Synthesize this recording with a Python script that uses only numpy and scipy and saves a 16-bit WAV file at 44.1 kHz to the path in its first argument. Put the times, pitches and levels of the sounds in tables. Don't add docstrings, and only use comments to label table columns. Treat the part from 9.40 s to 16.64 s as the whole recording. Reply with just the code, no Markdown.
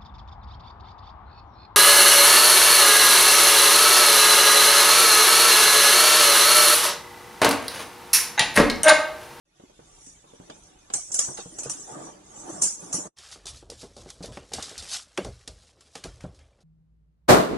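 import sys
import numpy as np
from scipy import signal
from scipy.fft import rfft, irfft, next_fast_len
from scipy.io import wavfile
from scipy.ndimage import uniform_filter1d, map_coordinates

SR = 44100
rng = np.random.default_rng(int(sys.argv[2]) if len(sys.argv) > 2 else 0)


def int16_out(signal):
    q = np.round(np.clip(np.atleast_2d(signal).T, -1, 1) * 32767)
    wavfile.write(sys.argv[1], SR, q.astype(np.int16))


def to_linear_factor(level_db):
    exponent = np.asarray(level_db, float) / 20
    return 10 ** exponent


N = 319107
TIME = np.arange(N) / SR

# (time [s], rim burst level [dB], body crack re rim [dB],
# room tail re its burst [dB])
BOWL_STRIKES = [(0.6637, -42, -11, -19.5), (1.1001, -43.5, 11.5, -21), (1.2368, -45, -28, -19.5),
                (1.502, -49.5, 12, -15), (1.5388, -11, -16, -15.5), (1.719, -19.5, -25.5, -11),
                (1.7441, -14, -20, -12), (1.7915, -6.5, -16, -15), (1.8054, -32.5, -39.5, -13),
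                (1.9734, -33.5, 0, -7), (2.188, -22.5, -14, -12.5), (2.2338, -25, -12.5, -10.5),
                (2.2981, -18.5, -15.5, -9.5), (3.0943, -37.5, -22, -3), (3.2212, -7.5, -22.5, -9.5),
                (3.2357, -13.5, -22.5, -6.5), (3.5296, -16.5, -14.5, -10.5), (3.5422, -19, -38.5, -6.5)]
# (time [s], level [dB])
ROLL_SURGES = [(0.2, -69.5), (0.53, -65), (0.8, -68), (1.07, -59.5), (1.37, -65.5), (1.75, -64),
               (1.89, -47.5), (2.05, -62), (2.28, -49), (2.454, -55), (2.514, -42.5), (2.666, -44),
               (2.83, -61.5), (3.122, -43.5), (3.254, -47), (3.352, -62.5), (3.45, -52), (3.552, -47.5),
               (3.66, -48)]
# (frequency [Hz], relative level per Hz [dB])
RIM_SPECTRUM = [(2470, -64.5), (4200, -23.5), (5370, -9.5), (5710, -0.5), (6470, 1.5), (7330, 0.5),
                (8910, -3.5), (9550, -6), (10400, -11.5), (10700, -40), (11400, -105.5), (11800, -91),
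                (15300, -121), (22000, -120)]
# (frequency [Hz], relative level per Hz [dB])
ROLL_SPECTRUM = [(65, -47), (110, -5.5), (275, -4.5), (405, -2.5), (721, -6.5), (950, -7), (1180, -12.5),
                 (1350, -12.5), (1760, -19), (2200, -31), (2860, -53.5), (4840, -120)]
# (frequency [Hz], relative level per Hz [dB])
CLAW_SPECTRUM = [(1530, -27.5), (2600, -9.5), (3650, 1), (5530, 2.5), (5970, 0.5), (6490, 0.5), (6920, -1),
                 (7470, -1), (9970, -5.5), (11500, -11), (12000, -21), (15600, -51.5), (22000, -120)]
# (frequency [Hz], relative level per Hz [dB])
PAD_SPECTRUM = [(470, -18), (800, -5.5), (967, -11.5), (1130, -6), (1660, -7), (3040, -8.5), (3300, -7.5),
                (4290, -27), (7260, -120)]
# (frequency [Hz], relative level per Hz [dB])
THUD_SPECTRUM = [(65, -30), (110, -14), (156, -6), (339, -8.5), (376, -7), (593, -6.5), (685, -9.5),
                 (800, -14.5), (1300, -20), (1690, -27), (2860, -120)]


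def unit(x):
    return x / np.sqrt(np.mean(x ** 2) + 1e-20)


def along(points, hz):
    f, v = np.transpose(points)
    return np.interp(np.log(hz + 1), np.log(f + 1), v)


def curves(rows):
    s, *cols = np.transpose(rows)
    return [to_linear_factor(np.interp(TIME, s, c, left=c[0], right=c[-1])) for c in cols]


def filtered(x, response):
    m = next_fast_len(N + 8192)
    return irfft(rfft(x, m) * response(np.fft.rfftfreq(m, 1 / SR)), m)[..., :N]


def wobble(rate):
    knots = rng.standard_normal(int(N * rate / SR) + 4)
    return map_coordinates(knots, [TIME * rate], order=1)


def rush(colour, channels, grit_db, grit_hz, patchy_db):
    # (frequency [Hz], correlation [-1 to 1])
    likeness = [(60, 0.67), (150, 0.948), (350, 0.24), (850, -0.146), (2000, 0.232), (5000, -0.084)]
    z = signal.stft(rng.standard_normal((channels, N)), nperseg=1024)[2]
    field = rng.standard_normal(z.shape[1:])
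    for axis in (0, 1):
        field = uniform_filter1d(field, size=3, axis=axis)
    noise = signal.istft(z * to_linear_factor(patchy_db * unit(field)), nperseg=1024)[1][:, :N]
    noise = noise * to_linear_factor(grit_db * wobble(grit_hz))
    if channels == 1:
        return unit(filtered(noise, lambda hz: to_linear_factor(along(colour, hz))))

    def mid_side_response(hz):
        turn = np.arccos(np.clip(along(likeness, hz), -1, 1)) / 2
        return to_linear_factor(along(colour, hz)) * [np.cos(turn), np.sin(turn)]

    mid, side = filtered(noise, mid_side_response)
    return unit(np.array([mid + side, mid - side]))


def swells(times, dbs, rises, falls, rest_db):
    power = to_linear_factor(rest_db) ** 2
    for s, db, rise, fall in np.broadcast(times, dbs, rises, falls):
        drop = 20 * np.maximum((s - TIME) / abs(rise), (TIME - s) / abs(fall))
        power = power + to_linear_factor(db - drop) ** 2
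    return np.sqrt(power)


def decays(times, dbs, t60s, rises):
    power, t = np.zeros(N + SR), TIME[:SR // 2]
    for s, db, t60, rise in np.broadcast(times, dbs, t60s, rises):
        burst = to_linear_factor(db - 60 * t / t60) * (1 - np.exp(-(t / rise) ** 2))
        power[round(s * SR):][:len(t)] += burst ** 2
    return np.sqrt(power[:N])


def spread(x, channels):
    # (time [s], lag of the left channel [s])
    left_lag = [(1.9, .00058), (2.3, 0), (2.7, -.00015)]
    late = np.arange(N) - np.round(SR * np.interp(TIME, *np.transpose(left_lag))).astype(int)
    return np.array([x[np.clip(late, 0, N - 1)], x][-channels:])


def ticks(rows, bright, dull, channels, t60, bright_t60, dull_t60, patchy_db, rise_s):
    s, db, crack_db, room_db = np.transpose(rows)
    start = s - rise_s
    out = 0
    for colour, level_db, tail_t60 in ((bright, db, bright_t60), (dull, db + crack_db, dull_t60)):
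        grit = rush(colour, 1, grit_db=4.5, grit_hz=909.2, patchy_db=0.5)[0]
        grit /= np.sqrt(np.abs(uniform_filter1d(grit ** 2, size=150)))
        room = rush(colour, channels, grit_db=1.0, grit_hz=305.0, patchy_db=patchy_db)
        out = out + spread(decays(start, level_db, t60, rise_s) * grit, channels)
        out = out + decays(start, level_db + room_db, tail_t60, rise_s + 0.00568) * room
    return out


def thumps(rows, colour, channels, room_t60, delay_s):
    # (frequency [Hz], relative level [dB], t60 [s])
    boards = [(75, -16, 0.11), (139.9, -15, 0.193), (177.88, -0.5, 0.1338), (277.8, 5.5, 0.038),
              (363.4, -2.5, 0.109), (471, 6.5, 0.0483), (562.2, 6, 0.0336), (772.4, 8.5, 0.0261),
              (1063, 6, 0.0205), (1441, 4.5, 0.0234)]
    hz, mode_db, t60 = np.transpose(boards)
    ring, t = np.zeros(N + SR), TIME[:SR // 4, None]
    luck = rng.standard_normal((len(rows), len(hz)))
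    for (s, db, centre_hz, _, breadth), scatter in zip(rows, luck):
        share = np.exp(-(np.log(hz / centre_hz) / breadth) ** 2) + 0.0746
        share = share * to_linear_factor(mode_db + 3 * scatter)
        blow = (share * to_linear_factor(-60 * t / t60) * np.sin(2 * np.pi * hz * t)).sum(axis=1)
        blow = blow * (1 - np.exp(-t[:, 0] / .0005))
        ring[round((s + delay_s) * SR):][:len(t)] += to_linear_factor(db) * blow / np.abs(blow).max()
    s, db, _, room_db, _ = np.transpose(rows)
    room = rush(colour, channels, grit_db=2.5, grit_hz=57.9, patchy_db=1)
    low = filtered(room, lambda f: 1 / (1 + (f / 670) ** 4))
    low_tail = decays(s + delay_s, db + room_db, room_t60, 0.00237) * low
    upper_tail = decays(s + delay_s, db + room_db, .65 * room_t60, 0.00237) * (room - low)
    return spread(ring[:N], channels) + low_tail + upper_tail


def bowl_strikes():
    # (frequency [Hz], relative level per Hz [dB])
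    body_spectrum = [(350, -37.5), (600, -3), (1270, -6.5), (2250, -12.5), (3050, -7), (3540, -11.5),
                     (4800, -10), (6240, -31.5), (10600, -120)]
    return ticks(BOWL_STRIKES, RIM_SPECTRUM, body_spectrum, 2, t60=0.02726, bright_t60=0.2215,
                 dull_t60=0.2614, patchy_db=7.5, rise_s=0.00312)


def bowl_scrape():
    # (peak time [s], level [dB], time to swell 20 dB [s], time to sink 20 dB [s]), signs ignored
    drags = [(0.68, -51, 0.2965, 0.1438), (1.27, -60.5, 1.12, 0.14), (1.62, -46, 0.056, 0.46),
             (2.0, -47, .5, 0.13), (2.14, -50, 0.14, -0.22), (2.37, -45.5, 0.0179, 0.3922),
             (2.67, -49, 0.75, 0.09), (2.99, -48.5, 0.1632, -1), (3.13, -47, 0.1267, 1.5),
             (3.215, -32.5, 0.001, 0.0756), (3.5, -53.5, .5, 2.58)]
    strokes = swells(*np.transpose(drags), rest_db=-77)
    s, db = np.transpose(BOWL_STRIKES)[:2]
    around_strikes = swells(s, db - 19.5, 0.0079, 0.1431, rest_db=-120)
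    scrape = np.hypot(strokes, around_strikes) * to_linear_factor(0.52 * wobble(27))
    return scrape * rush(RIM_SPECTRUM, 2, grit_db=0.0, grit_hz=519, patchy_db=6.5)


def bowl_roll():
    # (centre frequency [Hz], width [Hz], relative level [dB])
    hollow = [(200, 25, -7.5), (313.5, 50, -2), (587, 23, -4), (743, 27, -3), (866.6, 21, -4.5),
              (1156.9, 20, 3.5)]

    def sings(f):
        response = 0.56
        for c, w, db in hollow:
            response = response + to_linear_factor(db) * 1j * f * w / (c * c - f * f + 1j * f * w)
        return response

    contact = rush(ROLL_SPECTRUM, 2, grit_db=1.5, grit_hz=90, patchy_db=3.5)
    return curves(ROLL_SURGES)[0] * to_linear_factor(0.87 * wobble(22)) * unit(filtered(contact, sings))


def bowl_knocks():
    # (time [s], peak [dB], centre [Hz], room tail re peak [dB], breadth [ln Hz])
    knocks = [(0.195, -43.5, 400, -12.5, 1), (0.234, -40.5, 289, -28, 0.353),
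              (0.295, -47, 450, -15.5, 0.62), (0.389, -40.5, 420, -12.5, 0.8),
              (0.668, -45, 198, -17.5, 0.59), (0.839, -45.5, 476, -12.5, 0.84),
              (0.933, -40, 372, -21.5, 0.49), (0.997, -36.5, 174, -19, 1), (1.095, -39.5, 517, -10, 0.55),
              (1.499, -37, 874, -17, 0.29), (1.534, -37, 450, -10, 0.424), (1.699, -51, 334, 0.5, 0.46),
              (1.74, -42, 456, -19, 0.56), (1.785, -36, 488, -28.5, 0.2), (1.882, -36, 128.1, -11.5, 0.215),
              (1.985, -34, 452, -11, 0.25), (2.056, -34.5, 159, -20.5, 1), (2.183, -40, 571, -10.5, 0.35),
              (2.256, -30.5, 480, -31.5, 0.172), (2.262, -36, 140.5, -22, 0.147),
              (3.424, -44, 195, -7.5, 0.215), (3.541, -29, 185, -19.5, 0.87)]
    return thumps(knocks, ROLL_SPECTRUM, 2, room_t60=0.26, delay_s=.003)


def bowl_room():
    # (frequency [Hz], relative level per Hz [dB])
    air_spectrum = [(820, -21), (1400, -5.5), (3000, -4.5), (3580, -2), (4030, -7.5), (6530, -6),
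                    (8780, -19), (11100, -7.5), (11900, -34), (15500, -73), (22000, -120)]
    # (frequency [Hz], relative level per Hz [dB])
    hum_spectrum = [(13, -36.5), (22, 5.5), (54, -2.5), (81, -8), (113, -8), (134, -12.5), (160, -5.5),
                    (210, -27), (350, -120)]
    roll, = curves(ROLL_SURGES)
    air = to_linear_factor(-62) * (roll / np.median(roll)) ** 0.2234
    sound = air * rush(air_spectrum, 2, grit_db=0.5, grit_hz=196, patchy_db=5)
    return sound + to_linear_factor(-65) * rush(hum_spectrum, 2, grit_db=2.0, grit_hz=8, patchy_db=1.5)


def spaced_pair(sound):
    # (frequency [Hz], left minus right [dB])
    lean = [(60, -3), (170, 0.5), (500, -2), (1450, -1.5), (4180, 0), (12100, -2.5)]
    left, right = to_linear_factor(2.5) * filtered(sound, lambda hz: to_linear_factor(along(lean, hz) * [[.5], [-.5]]))
    side = filtered((left - right) / 2, lambda hz: 1 / (1 + (150 / (hz + 1)) ** 2))
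    return (left + right) / 2 + np.array([side, -side])


def bowl():
    return spaced_pair(bowl_strikes() + bowl_scrape() + bowl_roll() + bowl_knocks() + bowl_room())


def claw_ticks():
    # (time [s], claw burst level [dB], body crack re claw [dB], room tail re its burst [dB])
    claws = [(3.7858, -33, -21.5, -16.5), (3.9154, -35, -16, -4.5), (4.057, -28, -25, -16.5),
             (4.0684, -24, -14.5, -8), (4.3012, -26, -17.5, -15.5), (4.3174, -44.5, -1.5, -8.5),
             (4.4154, -42, -4.5, -8.5), (4.567, -36.5, -16.5, -12), (4.7027, -27.5, -13, -18),
             (4.827, -36, -9, -1), (4.8589, -31, -12.5, -21), (4.923, -41, -3, -6.5),
             (4.9725, -37.5, 7.5, -18.5), (5.121, -38, -1.5, -7.5), (5.136, -16.5, -16, -13),
             (5.226, -20, -20.5, -13), (5.294, -30, -23, -14), (5.3794, -24, -19, -9.5),
             (5.424, -30, -17, -9.5), (5.54, -26.5, -11.5, -9.5), (5.5674, -22, -14.5, -27),
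             (5.7764, -21, 5, -21), (5.8477, -28.5, -6.5, -15.5), (5.9924, -53, -2.5, -9.5),
             (6.0774, -23.5, -12, -20.5), (6.4088, -41, -8.5, -13.5), (6.555, -27.5, 0, -17),
             (6.6401, -26, -3.5, -15), (6.8074, -41.5, 2.5, -11.5), (6.8368, -48, -0.5, -13.5),
             (6.947, -48, -12.5, -10.5), (6.9913, -48.5, 0.5, -12), (7.206, -57, -11, -7)]
    return ticks(claws, CLAW_SPECTRUM, PAD_SPECTRUM, 1, t60=0.0263, bright_t60=0.209, dull_t60=0.2615,
                 patchy_db=4.5, rise_s=0.00231)


def paw_thumps():
    # (time [s], peak [dB], centre [Hz], room tail re peak [dB], breadth [ln Hz])
    paws = [(3.955, -43, 607, -6, 0.48), (4.052, -40.5, 802, -7.5, 0.43), (4.224, -37.5, 500, -11.5, 0.47),
            (4.296, -34.5, 576, -16, 0.395), (4.317, -34.5, 506, -12.5, 0.32),
            (4.429, -32.5, 272, -8, 0.695), (4.564, -35, 587, -8.5, 0.48), (4.658, -32, 370, -12.5, 0.71),
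            (4.804, -29.5, 167, -11, 0.83), (4.839, -28, 456, -9, 0.315), (4.969, -28, 567, -9.5, 1),
            (5.115, -32.5, 702, -21, 0.3), (5.134, -30, 650, -11, 0.28), (5.181, -25.5, 873, -12.5, 0.37),
            (5.424, -40.5, 690, -13, 0.31), (5.779, -23, 475, -3.5, 0.28), (5.846, -27, 570, -8.5, 0.91),
            (5.861, -30, 156, -7.5, 0.56), (6.074, -36.5, 300, -4, 0.61), (6.366, -53, 821, -8, 0.49),
            (6.553, -38.5, 473, -4.5, 0.555), (6.645, -31, 175, -6.5, 0.78),
            (6.838, -23.5, 168.2, -13, 0.66), (7.205, -54, 420, -8.5, 0.61)]
    return thumps(paws, THUD_SPECTRUM, 1, room_t60=0.1788, delay_s=0.003023)


def skidding():
    # (peak time [s], claws [dB], time to swell 20 dB [s], time to sink 20 dB [s], pads [dB]),
    # signs of the times ignored
    skids = [(3.8, -53.5, 0.7, .5, -54), (3.95, -50, .5, 0.0253, -59), (4.17, -45, 0.0643, 0.0646, -56.5),
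             (4.42, -46.5, 0.1034, -0.0964, -66.5), (4.62, -52.5, 0.13, 0.02, -66),
             (4.7, -53, 0.2233, 0.04, -57), (4.87, -52, 0.18, 0.05, -59), (4.96, -51, 0.09, -0.07, -57.5),
             (5.2, -46, 0.0841, .5, -47.5), (5.31, -48, 0.3577, 0.1, -55.5), (5.47, -49, 0.09, 0.1079, -50),
             (5.541, -28.5, 0.0685, 0.076, -43), (5.82, -51.5, -0.11, 0.2278, -57.5),
             (6.28, -60.5, 1.13, 0.1, -66), (6.57, -51, 0.075, 0.0767, -62.5),
             (6.7, -59.5, 0.62, 0.44, -67.5)]
    s, claw_db, rise, fall, pad_db = np.transpose(skids)
    skid = swells(s, claw_db, rise, fall, rest_db=-79.5)
    rub = swells(s, pad_db, rise, fall, rest_db=-75)
    stroke = to_linear_factor(1.7 * wobble(30))
    sound = skid * stroke * rush(CLAW_SPECTRUM, 1, grit_db=2.5, grit_hz=600, patchy_db=2.2)
    return sound + rub * stroke * rush(PAD_SPECTRUM, 1, grit_db=4, grit_hz=300, patchy_db=3)


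def floor_shaking():
    # (peak time [s], joist boom [dB], time to swell 20 dB [s], time to sink 20 dB [s],
    # board rumble [dB])
    bounds = [(4.155, -46, 0.2333, 0.05, -56), (4.27, -51.5, 0.18, 0.36, -60),
              (4.5, -55.5, 0.86, 0.28, -61.5), (4.62, -48, 0.06, 0.1647, -50.5),
              (4.91, -43, 0.1561, 0.1134, -45.5), (5.04, -51, 0.29, 0.04, -55.5),
              (5.18, -45, 0.08, 0.09, -43.5), (5.32, -71, 0.12, 0.2434, -51),
              (5.41, -45, 0.06, 0.0661, -52.5), (5.52, -67.5, 0.63, 0.0058, -54.5),
              (5.875, -36, 0.0615, 0.13, -51.5), (6.1, -44, .015, 0.15, -63),
              (6.69, -42, 0.0556, 0.16, -60), (6.895, -44, 0.2, 0.07, -54),
              (7.02, -51.5, 0.23, 0.14, -62.5)]
    # (frequency [Hz], relative level per Hz [dB])
    boom_spectrum = [(20, -41), (38, -13.5), (48, -3.5), (60, -14), (73, -1.5), (88, -17), (120, -13),
                     (170, -36), (290, -120)]
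    s, boom_db, rise, fall, rumble_db = np.transpose(bounds)
    boom = swells(s, boom_db, rise, fall, rest_db=-66)
    rumble = swells(s, rumble_db, rise, fall, rest_db=-68.5)
    joists = rush(boom_spectrum, 1, grit_db=-0.5, grit_hz=30, patchy_db=0.0)
    joists /= np.sqrt(np.abs(uniform_filter1d(joists ** 2, size=2600)))
    return boom * joists + rumble * rush(THUD_SPECTRUM, 1, grit_db=3, grit_hz=72.61, patchy_db=2.0)


def chase():
    return claw_ticks() + paw_thumps() + skidding() + floor_shaking()


def scene():
    # (time [s], gain [dB])
    bowl_fade = [(.045, -60), (.055, -14.5), (.2, 1), (3.672, 1.5), (3.69, -18), (3.715, -43)]
    # (time [s], gain [dB])
    chase_fade = [(3.755, -65.5), (3.768, -8), (3.79, -1), (7.232, -1), (7.236, -55.5)]
    return curves(bowl_fade)[0] * bowl() + curves(chase_fade)[0] * chase()


def top_cut(x):
    return signal.sosfilt(signal.butter(12, 12660, fs=SR, output="sos"), x)


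def record(dry):
    heard = filtered(dry, lambda hz: 1 / (1 + (30 / (hz + 1)) ** 4) / (1 + (hz / 11700) ** 60))
    return top_cut(heard)


dry = scene()
out = record(dry)
int16_out(out)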